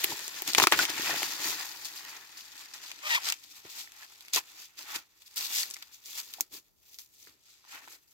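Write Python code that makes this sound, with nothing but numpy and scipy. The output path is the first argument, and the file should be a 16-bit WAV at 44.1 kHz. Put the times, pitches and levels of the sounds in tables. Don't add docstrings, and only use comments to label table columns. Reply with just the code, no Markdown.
import sys
import numpy as np
from scipy import signal
from scipy.fft import rfft, irfft
from scipy.io import wavfile

SR = 44100
rng = np.random.default_rng(int(sys.argv[2]) if len(sys.argv) > 2 else 0)


def wav_out(sig):
    wavfile.write(sys.argv[1], SR, np.round(np.clip(np.atleast_2d(sig).T, -1, 1) * 32767).astype(np.int16))


N = 358511


def from_db(db):
    return 10 ** (np.asarray(db) / 20)


def rms_one(x):
    return x / np.sqrt(np.mean(x ** 2) + 1e-20)


def in_time(rows):
    seconds, *columns = np.transpose(rows)
    return [np.interp(np.arange(N) / SR, seconds, column) for column in columns]


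def drift(rate_hz):
    r = np.exp(-2 * np.pi * rate_hz / SR)
    noise = rng.standard_normal(N + SR)
    smooth = signal.lfilter([1], [1, -2 * r, r * r], noise)
    return rms_one(smooth[SR:])


def colour(x, spectrum, size=4096):
    hz, db = np.transpose(spectrum)
    grid_hz = np.maximum(np.arange(size // 2 + 1) * SR / size, 10)
    gain = from_db(np.interp(np.log(grid_hz), np.log(hz), db))
    cepstrum = irfft(np.log(gain))
    cepstrum[1:size // 2] *= 2
    cepstrum[size // 2 + 1:] = 0
    response = irfft(np.exp(rfft(cepstrum)))
    return signal.oaconvolve(x, response[None], axes=1)[:, :N]


def edge(x, hz, kind):
    return signal.sosfilt(signal.butter(2, hz, kind, fs=SR, output="sos"), x)


def resonance(x, hz, width_hz):
    r = np.exp(-np.pi * width_hz / SR)
    top = [(1 - r * r) / 2, 0, (r * r - 1) / 2]
    return signal.lfilter(top, [1, -2 * r * np.cos(2 * np.pi * hz / SR), r * r], x)


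def burst(t60, size):
    alike_below_hz, alike_bass, alike_treble = 1374, 0.87, 0.069
    shared, *own = rng.standard_normal((3, size)) * from_db(-60 * np.arange(size) / SR / t60)
    own = np.array(own)
    lows = np.sqrt(alike_bass) * shared + np.sqrt(1 - alike_bass) * own
    highs = np.sqrt(alike_treble) * shared + np.sqrt(1 - alike_treble) * own
    return edge(lows, alike_below_hz, "low") + edge(highs, alike_below_hz, "high")


def crackle(per_s, uneven_db, clump_db, t60, low_hz, high_hz, count):
    leaf_ring_db, leaf_ring_sharpness = 6.5, 5.0
    sizes = from_db(uneven_db * np.minimum(rng.exponential(1, N), 5)) * rng.choice([-1, 1], N)
    happens = rng.random(N) < per_s / SR
    cracks = sizes * happens * from_db(clump_db * drift(24))
    leaf = rng.integers(0, count, N)
    out = 0
    for k, hz in enumerate(np.geomspace(low_hz, high_hz, count)):
        puff = burst(t60, size=1024)
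        puff = puff + from_db(leaf_ring_db) * resonance(puff, hz, hz / leaf_ring_sharpness)
        leaf_cracks = cracks * (leaf == k) * from_db(2.2 * drift(9))
        out = out + signal.oaconvolve([leaf_cracks], puff, axes=1)[:, :N]
    return out


def rustle():
    # frequency in Hz, relative level per Hz in dB.
    fine_spectrum = [(300, -29), (1000, -25), (2000, -2.5), (4200, 2), (6500, 0), (11000, -9),
                     (17000, -4.5)]
    coarse_spectrum = [(200, -30.5), (500, -6), (900, -0.5), (1900, 5), (3500, -5), (9000, -30.5)]
    rumble_spectrum = [(30, -28), (80, -11), (215, -10), (320, -4.5), (700, -11.5), (2000, -44.5)]
    # time in seconds, gain in dB.
    treble_course = [(0, -3.5), (.9, -6.5), (1.4, -4.5), (1.8, -1.5), (3.0, -12), (3.6, -3), (4.5, -5),
                     (5.3, -1), (5.7, -1.5), (7.1, 7), (7.6, -9.5), (8.13, 10)]
    treble_hz = 9900
    fine_gain, coarse_gain, rumble_gain = handling()
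    fine = rms_one(colour(crackle(5000, 2.9, 1.4, 0.012, 2000, 9000, count=15), fine_spectrum))
    treble_gain = from_db(in_time(treble_course)[0])
    fine = edge(fine, treble_hz, "low") - treble_gain * edge(fine, treble_hz, "high")
    coarse = rms_one(colour(crackle(3000, 2.1, 1.1, 0.016, 800, 3000, count=12), coarse_spectrum))
    rumble = rms_one(colour(crackle(1200, 2.0, 1.2, .015, 300, 600, count=6), rumble_spectrum))
    return fine_gain * fine + coarse_gain * coarse + rumble_gain * rumble


def handling():
    # time of full strength in seconds, seconds to swell by
    # stroke_db, seconds held, seconds to die by stroke_db, fine crackle level in dB, then coarse
    # crumple and dull rumble in dB against the fine crackle.
    stroke_table = [(0.095, 0.027, 0.042, 0.017, -41.5, -4, -4.5),
                    (0.359, 0.023, 0.032, .1, -41.5, -7, -13),
                    (0.479, 0.025, 0.01, 0.076, -31.5, -5.5, -16.5),
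                    (0.581, 0.0042, 0.006, 0.01, -21, -9.5, -31),
                    (0.631, 0.023, 0.0041, 0.014, -26, -9.5, -5),
                    (0.601, 0.085, 0.038, 0.03, -31.5, -2, -9),
                    (0.723, 0.004, 0.0028, 0.043, -26.5, 8, -10),
                    (0.795, 0.052, 0.037, 0.042, -27.5, -5.5, -13.5),
                    (0.895, 0.0083, 0.0077, 0.012, -32, -8, -10),
                    (1.094, 0.36, .002, 0.34, -32.5, -1, -13.5), (1.218, 0.063, 0.09, 0.18, -39, -9.5, -19),
                    (1.446, 0.16, 0.054, 0.16, -34, -3.5, -14.5),
                    (1.601, 0.044, 0.0018, 0.14, -37, -4, -28),
                    (1.849, 0.0042, 0.0044, 0.066, -39, -9, -66),
                    (1.959, 0.054, .002, 0.1, -41.5, -7.5, -39), (2.06, 0.17, 0.067, 0.18, -52.5, 5, -13),
                    (2.392, 0.1, 0.0065, 0.092, -45.5, -13, -40),
                    (2.605, 0.1, 0.0029, 0.1, -46.5, -5.5, -33),
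                    (2.738, 0.003, 0.012, 0.056, -42.5, -9, -38),
                    (2.838, 0.046, 0.044, 0.1, -44.5, -12, -45),
                    (3.102, 0.087, 0.057, 0.049, -34.5, -1, -53),
                    (3.272, 0.086, 0.015, 0.063, -34, -0.5, -25.5),
                    (3.514, 0.26, 0.0045, 0.017, -50.5, -27, -29),
                    (3.561, 0.057, 0.013, 0.059, -50, -8, -32), (3.652, 0.01, 0.0086, 0.054, -58, 6, -2),
                    (3.78, 0.14, 0.022, 0.094, -41.5, -11.5, -26), (4.02, 0.26, 0.033, 0.038, -53, -2, -35),
                    (4.121, 0.0038, 0.0059, .015, -53.5, -3, -21),
                    (4.337, 0.0092, 0.0094, 0.025, -24, -16, -50),
                    (4.363, 0.0069, 0.018, 0.026, -29.5, -2.5, -19.5),
                    (4.615, 0.37, 0.0078, 0.089, -49.5, -8, -23),
                    (4.789, 0.025, .002, 0.086, -42, -7, -18.5), (4.901, 0.11, 0.029, .05, -47, 2.5, -20),
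                    (4.956, 0.04, 0.0008, 0.051, -38, 0, -17), (5.221, 0.034, 0.0045, .029, -55, -24, -31),
                    (5.264, 0.02, 0.014, 0.015, -52, -26.5, -34), (5.37, 0.014, 0.092, .021, -35, -13, -30),
                    (5.564, 0.16, 0.033, 0.098, -31.5, -12.5, -29),
                    (5.823, 0.007, 0.0055, 0.014, -54, 4, -39),
                    (5.918, .009, 0.035, 0.049, -52.5, -29, -35),
                    (6.067, 0.051, 0.0058, 0.3, -48, -27, -21),
                    (6.187, 0.12, 0.0071, 0.054, -38.5, -10, -58),
                    (6.338, 0.026, 0.0066, 0.09, -54, -2.5, -21),
                    (6.413, 0.08, .002, 0.042, -49.5, -10, -8),
                    (6.525, .021, 0.053, 0.036, -50.5, -9.5, -9),
                    (6.934, 0.15, .014, 0.092, -59, -16, -22.5),
                    (6.99, 0.004, 0.0053, 0.083, -53.5, -11, -25),
                    (7.213, 0.14, 0.066, 0.11, -58, -16.5, -21), (7.276, 0.016, 0.008, 0.1, -66, 3.5, 1),
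                    (7.5, 0.14, 0.0033, 0.41, -59, -10, -23), (7.692, 0.048, 0.075, .1, -53.5, -3.5, -35),
                    (7.751, 0.083, 0.0057, 0.13, -56.5, 9.5, -15),
                    (7.835, 0.056, 0.0086, .05, -59.5, 5.5, -23),
                    (7.903, 0.14, 0.041, 0.056, -55.5, -5, -12)]
    # time in seconds, fine crackle level in dB.
    stir_course = [(0, -38.5), (.45, -47.5), (.7, -43), (.9, -41), (1.3, -48), (1.75, -46.5), (2.3, -53.5),
                   (3.0, -53), (3.4, -61), (4.3, -58.5), (4.7, -66), (5.14, -69.5), (5.7, -53), (6.0, -68),
                   (6.3, -55.5), (6.46, -75.5), (6.68, -75), (6.76, -92.5), (6.84, -71.5), (7.4, -83.5),
                   (8.13, -71)]
    stroke_db, shortest_swell_s, shortest_die_s = 20, .003, .004
    stir_layers_db = np.array([[0], [-4.5], [-18.5]])
    step = 32
    t = np.arange(0, N, step) / SR
    stir_db = in_time(stir_course)[0][::step]
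    power = from_db(2 * (stir_db + stir_layers_db))
    for s, swell_s, hold_s, die_s, fine_db, coarse_db, rumble_db in stroke_table:
        before = (s - t) / max(swell_s, shortest_swell_s)
        after = (t - s - hold_s) / max(die_s, shortest_die_s)
        db = fine_db - stroke_db * np.maximum(0, np.maximum(before, after))
        power = power + from_db(2 * (db + np.array([[0], [coarse_db], [rumble_db]])))
    return [np.interp(np.arange(N) / SR, t, np.sqrt(p)) for p in power]


def snaps():
    # start in seconds, peak level of the crack in dB, ring in Hz, then the peaks of the
    # thud and of the crisp treble in dB against the crack.
    snap_table = [(0.039, -15, 6000, -32, 6), (0.043, -9, 2630, -17.5, 5.5), (0.17, -25, 6180, -22, -12),
                  (0.193, -24, 6500, -27, -16), (0.243, -26, 5600, -30, -13), (0.28, -18.5, 6300, -21, -19),
                  (0.421, -21.5, 2400, -10, 8), (0.477, -15.5, 5830, -27, -7), (0.534, -12, 4740, -26, -9),
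                  (0.549, -1, 2500, -54, -11), (0.578, -19, 4530, -32, -14), (0.583, 0, 920, -33, -10.5),
                  (0.6, -2, 1000, -36, -4), (0.621, -6, 1020, -19, -14), (0.639, -3.5, 1110, -26, -24),
                  (0.671, 0, 1260, -26, -8), (0.717, -15, 7400, -16, -20), (0.723, -2, 1097, -15.5, -24),
                  (0.853, -11.5, 2550, -34, -15), (0.98, -18.5, 1800, -26, -18),
                  (1.16, -18, 1800, -26, -22), (1.231, -11, 2100, -15, -20), (1.848, -37, 6570, -39, -16),
                  (2.737, -33, 4840, -41, -12), (2.916, -22.5, 2620, -45, -14.5),
                  (3.288, -13, 3480, -40.5, -18), (3.301, -12.5, 4930, -31, -24),
                  (3.323, -10, 2700, -52, -3), (3.652, -43, 1700, -12, -22), (3.92, -35, 6200, -42.5, -23),
                  (4.032, -34.5, 1900, -33, -16), (4.208, -32.5, 3700, -47, -23),
                  (4.25, -37, 2140, -32.5, -15.5), (4.283, -32, 2330, -50, -13),
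                  (4.335, -8, 6730, -55, -11), (4.347, -17, 4880, -50, -14), (4.36, -8.5, 5950, -16.5, -10),
                  (4.362, -7, 3900, -31, -15), (4.96, -17.5, 3800, -21, -16),
                  (5.221, -36.5, 2940, -39, -17), (5.263, -45.5, 4950, -34, -20.5),
                  (5.36, -28, 4740, -32, 7), (5.376, -27, 6030, -37, -16), (5.412, -33, 5530, -34, -17.5),
                  (5.55, -25.5, 4740, -40.5, -13.5), (5.585, -17, 4740, -40, -15),
                  (5.702, -25, 7580, -39, -13), (5.71, -23, 5890, -29, -23), (5.739, -26.5, 5550, -45, 2),
                  (5.743, -23.5, 5550, -36, -8.5), (5.767, -29, 1920, -38, -21),
                  (5.825, -26.5, 4030, -39.5, -8), (6.059, -28.5, 6150, -35.5, -10),
                  (6.118, -33.5, 4180, -30.5, -6), (6.288, -38, 4500, -25, -16),
                  (6.338, -23, 4180, -40, -13), (6.151, -39, 6890, -30, -11.5),
                  (6.176, -33, 4700, -31.5, -13), (6.408, -10, 6400, -28, 4), (6.55, -36, 4700, -12.5, -20),
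                  (6.944, -38, 5430, -36.5, -18), (6.987, -27.5, 5000, -42, -21)]
    tail_t60, tick_db = 0.036, -7
    stalk_hz, stalk_width_hz = 343.3, 120
    shank_below_hz, shank_hz, shank_width_hz, shank_db = 1500, 2200, 520, 12
    size = 3072
    out = np.zeros((2, N + size))
    for s, peak_db, ring_hz, thud_db, crisp_db in snap_table:
        puff = burst(0.0076, size=size) + from_db(-3.0) * burst(tail_t60, size=size)
        puff[:, :2] += from_db(20) * np.array([1, -.25])
        crack = edge(puff, ring_hz / 2.5, "high")
        crack = edge(crack, min(2.5 * ring_hz, 8500), "low")
        crack = crack + from_db(23) * resonance(puff, ring_hz, width_hz=250 + 0.32 * ring_hz)
        if ring_hz < shank_below_hz:
            crack = crack + from_db(shank_db) * resonance(puff, shank_hz, shank_width_hz)
        tick = edge(burst(.003, size=size), 1500, "high")
        tick = edge(tick, min(4 * ring_hz, 9000), "low")
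        thud = edge(puff, 1100, "low") + from_db(8) * resonance(puff, stalk_hz, stalk_width_hz)
        thud = edge(edge(thud, 270, "high"), 270, "high")
        crisp = edge(edge(puff, 9500, "high"), 9500, "high")
        layers = ((crack, 0), (tick, tick_db), (thud, thud_db), (crisp, crisp_db))
        snap = sum(from_db(db) * part / np.abs(part).max() for part, db in layers)
        at = round(s * SR)
        out[:, at:at + size] += from_db(peak_db) * snap
    return out[:, :N]


def knocks():
    # start in seconds, peak level in dB, ring in Hz, a decay time in seconds that sets the
    knock_table = [(0.12, -29, 950, 0.026), (0.74, -20, 1480, 0.05), (0.79, -10.5, 1490, 0.075),
                   (0.795, -20, 1470, .05), (0.995, -29, 336, 0.0086), (1.096, -23.5, 716, 0.016),
                   (1.105, -31, 785, 0.017), (1.141, -27, 760, 0.031), (1.22, -24, 830, 0.035),
                   (3.874, -37, 1800, .018), (4.023, -42, 1710, 0.13), (4.369, -23.5, 1025, 0.068),
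                   (4.385, -33.5, 960, 0.029), (5.631, -19, 4480, 0.029), (5.633, -28.5, 1920, 0.034),
                   (5.76, -40, 2030, .03), (6.383, -41, 710, .03), (6.399, -38, 875, 0.029),
                   (7.224, -58.5, 2030, .02), (7.271, -40.5, 1380, 0.015), (7.273, -46, 2000, 0.017),
                   (7.27, -55.5, 330, 0.042), (7.641, -51, 1150, .025), (7.65, -47, 905, 0.012),
                   (7.876, -36, 990, 0.012), (7.882, -38, 1680, .014)]
    size = 3072
    out = np.zeros((2, N + size))
    for s, peak_db, ring_hz, t60 in knock_table:
        ring = resonance(burst(t60 / 2, size=size), ring_hz, width_hz=6.3 / t60)
        ring = resonance(ring, ring_hz, width_hz=0.59 * ring_hz)
        contact = resonance(burst(0.015, size=size), ring_hz, width_hz=ring_hz)
        knock = ring + from_db(-20.5) * contact
        at = round(s * SR)
        out[:, at:at + size] += from_db(peak_db) * knock / np.abs(knock).max()
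    return out[:, :N]


def squeak():
    # time in seconds, slips per second, level in dB, extra level of the overtones in dB.
    squeak_course = [(3.02, 420, -56, -7.5), (3.04, 610, -40, -13), (3.055, 580, -37, -11),
                     (3.076, 620, -31.5, -8), (3.088, 590, -49, -15), (3.096, 860, -51, -2),
                     (3.106, 990, -39, 2), (3.12, 950, -39.5, 1), (3.136, 880, -33, -2),
                     (3.152, 1000, -41, 4.5), (3.165, 1220, -40, 0), (3.18, 1080, -31, -17),
                     (3.192, 670, -48, -13)]
    # frequency in Hz, width in Hz, level in dB.
    husk_rings = [(645, 920, 2.5), (1150, 1400, 3), (1920, 200, 7), (2480, 250, 3.5), (3220, 200, 4),
                  (4500, 1700, 0.5)]
    per_s, level_db, overtones_db = in_time(squeak_course)
    cycles = np.cumsum(per_s * (1 + .025 * drift(150))) / SR + .03 * drift(500)
    slip_now = np.diff(np.floor(cycles), prepend=0) > 0
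    slips = slip_now * from_db(2.5 * drift(400))
    tone = 0
    for k, (hz, width_hz, gain_db) in enumerate(husk_rings):
        gain = from_db(gain_db + overtones_db * (k > 1))
        tone = tone + (-1) ** k * gain * rms_one(resonance(slips, hz, width_hz))
    t = np.arange(N) / SR
    sounding = (t > squeak_course[0][0]) & (t < squeak_course[-1][0])
    return from_db(level_db) * sounding * rms_one(edge(tone, 810, "high"))


def field():
    # frequency in Hz, relative level per Hz in dB.
    field_spectrum = [(18, -36), (30, -16), (64, -17.5), (200, -27), (303, -27.5), (384, -24), (512, -24.5),
                      (702, -31), (3000, -46), (16000, -44.5)]
    murmur = rms_one(colour(rng.standard_normal((2, N)), field_spectrum))
    return from_db(-75 + 1.1 * drift(1.7)) * murmur


def scene():
    # time in seconds, samples by which the left microphone hears later, left minus right in dB.
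    hand_course = [(0, -4, 2), (.7, -5, 2.5), (1.0, -4.5, 2), (2.7, -4, 2), (3.0, 10, 2.5), (5.1, 6, 0),
                   (5.3, 3.5, 1), (5.9, 6, 2.5), (6.05, 6.5, 1), (8.13, 8.5, 1.5)]
    lag, pan_db = in_time(hand_course)
    left, right = rustle() + snaps() + knocks() + squeak()
    left = np.interp(np.arange(N) - np.round(lag), np.arange(N), left)
    hands = np.array([left * from_db(pan_db / 2), right * from_db(-pan_db / 2)])
    return hands + field()


def record(dry):
    # frequency in Hz, width in Hz, gain in dB.
    housing = [(311.6, 34, 2), (516, 170, -7.5), (1140, 170, 0), (1607, 130, -4.5), (2338, 280, 1.5),
               (9360, 2350, -9.5), (12400, 7000, 10)]
    top_cut_hz = 16575
    x = edge(dry, 55, "high")
    for hz, width_hz, gain_db in housing:
        w = 2 * np.pi * hz / SR
        g = from_db(gain_db / 2)
        a = np.pi * width_hz / SR
        x = signal.lfilter([1 + a * g, -2 * np.cos(w), 1 - a * g], [1 + a / g, -2 * np.cos(w), 1 - a / g], x)
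    clipped = np.clip(x, -.9, .9)
    return signal.sosfilt(signal.cheby2(16, 70, top_cut_hz, fs=SR, output="sos"), clipped)


dry = scene()
out = record(dry)
wav_out(out)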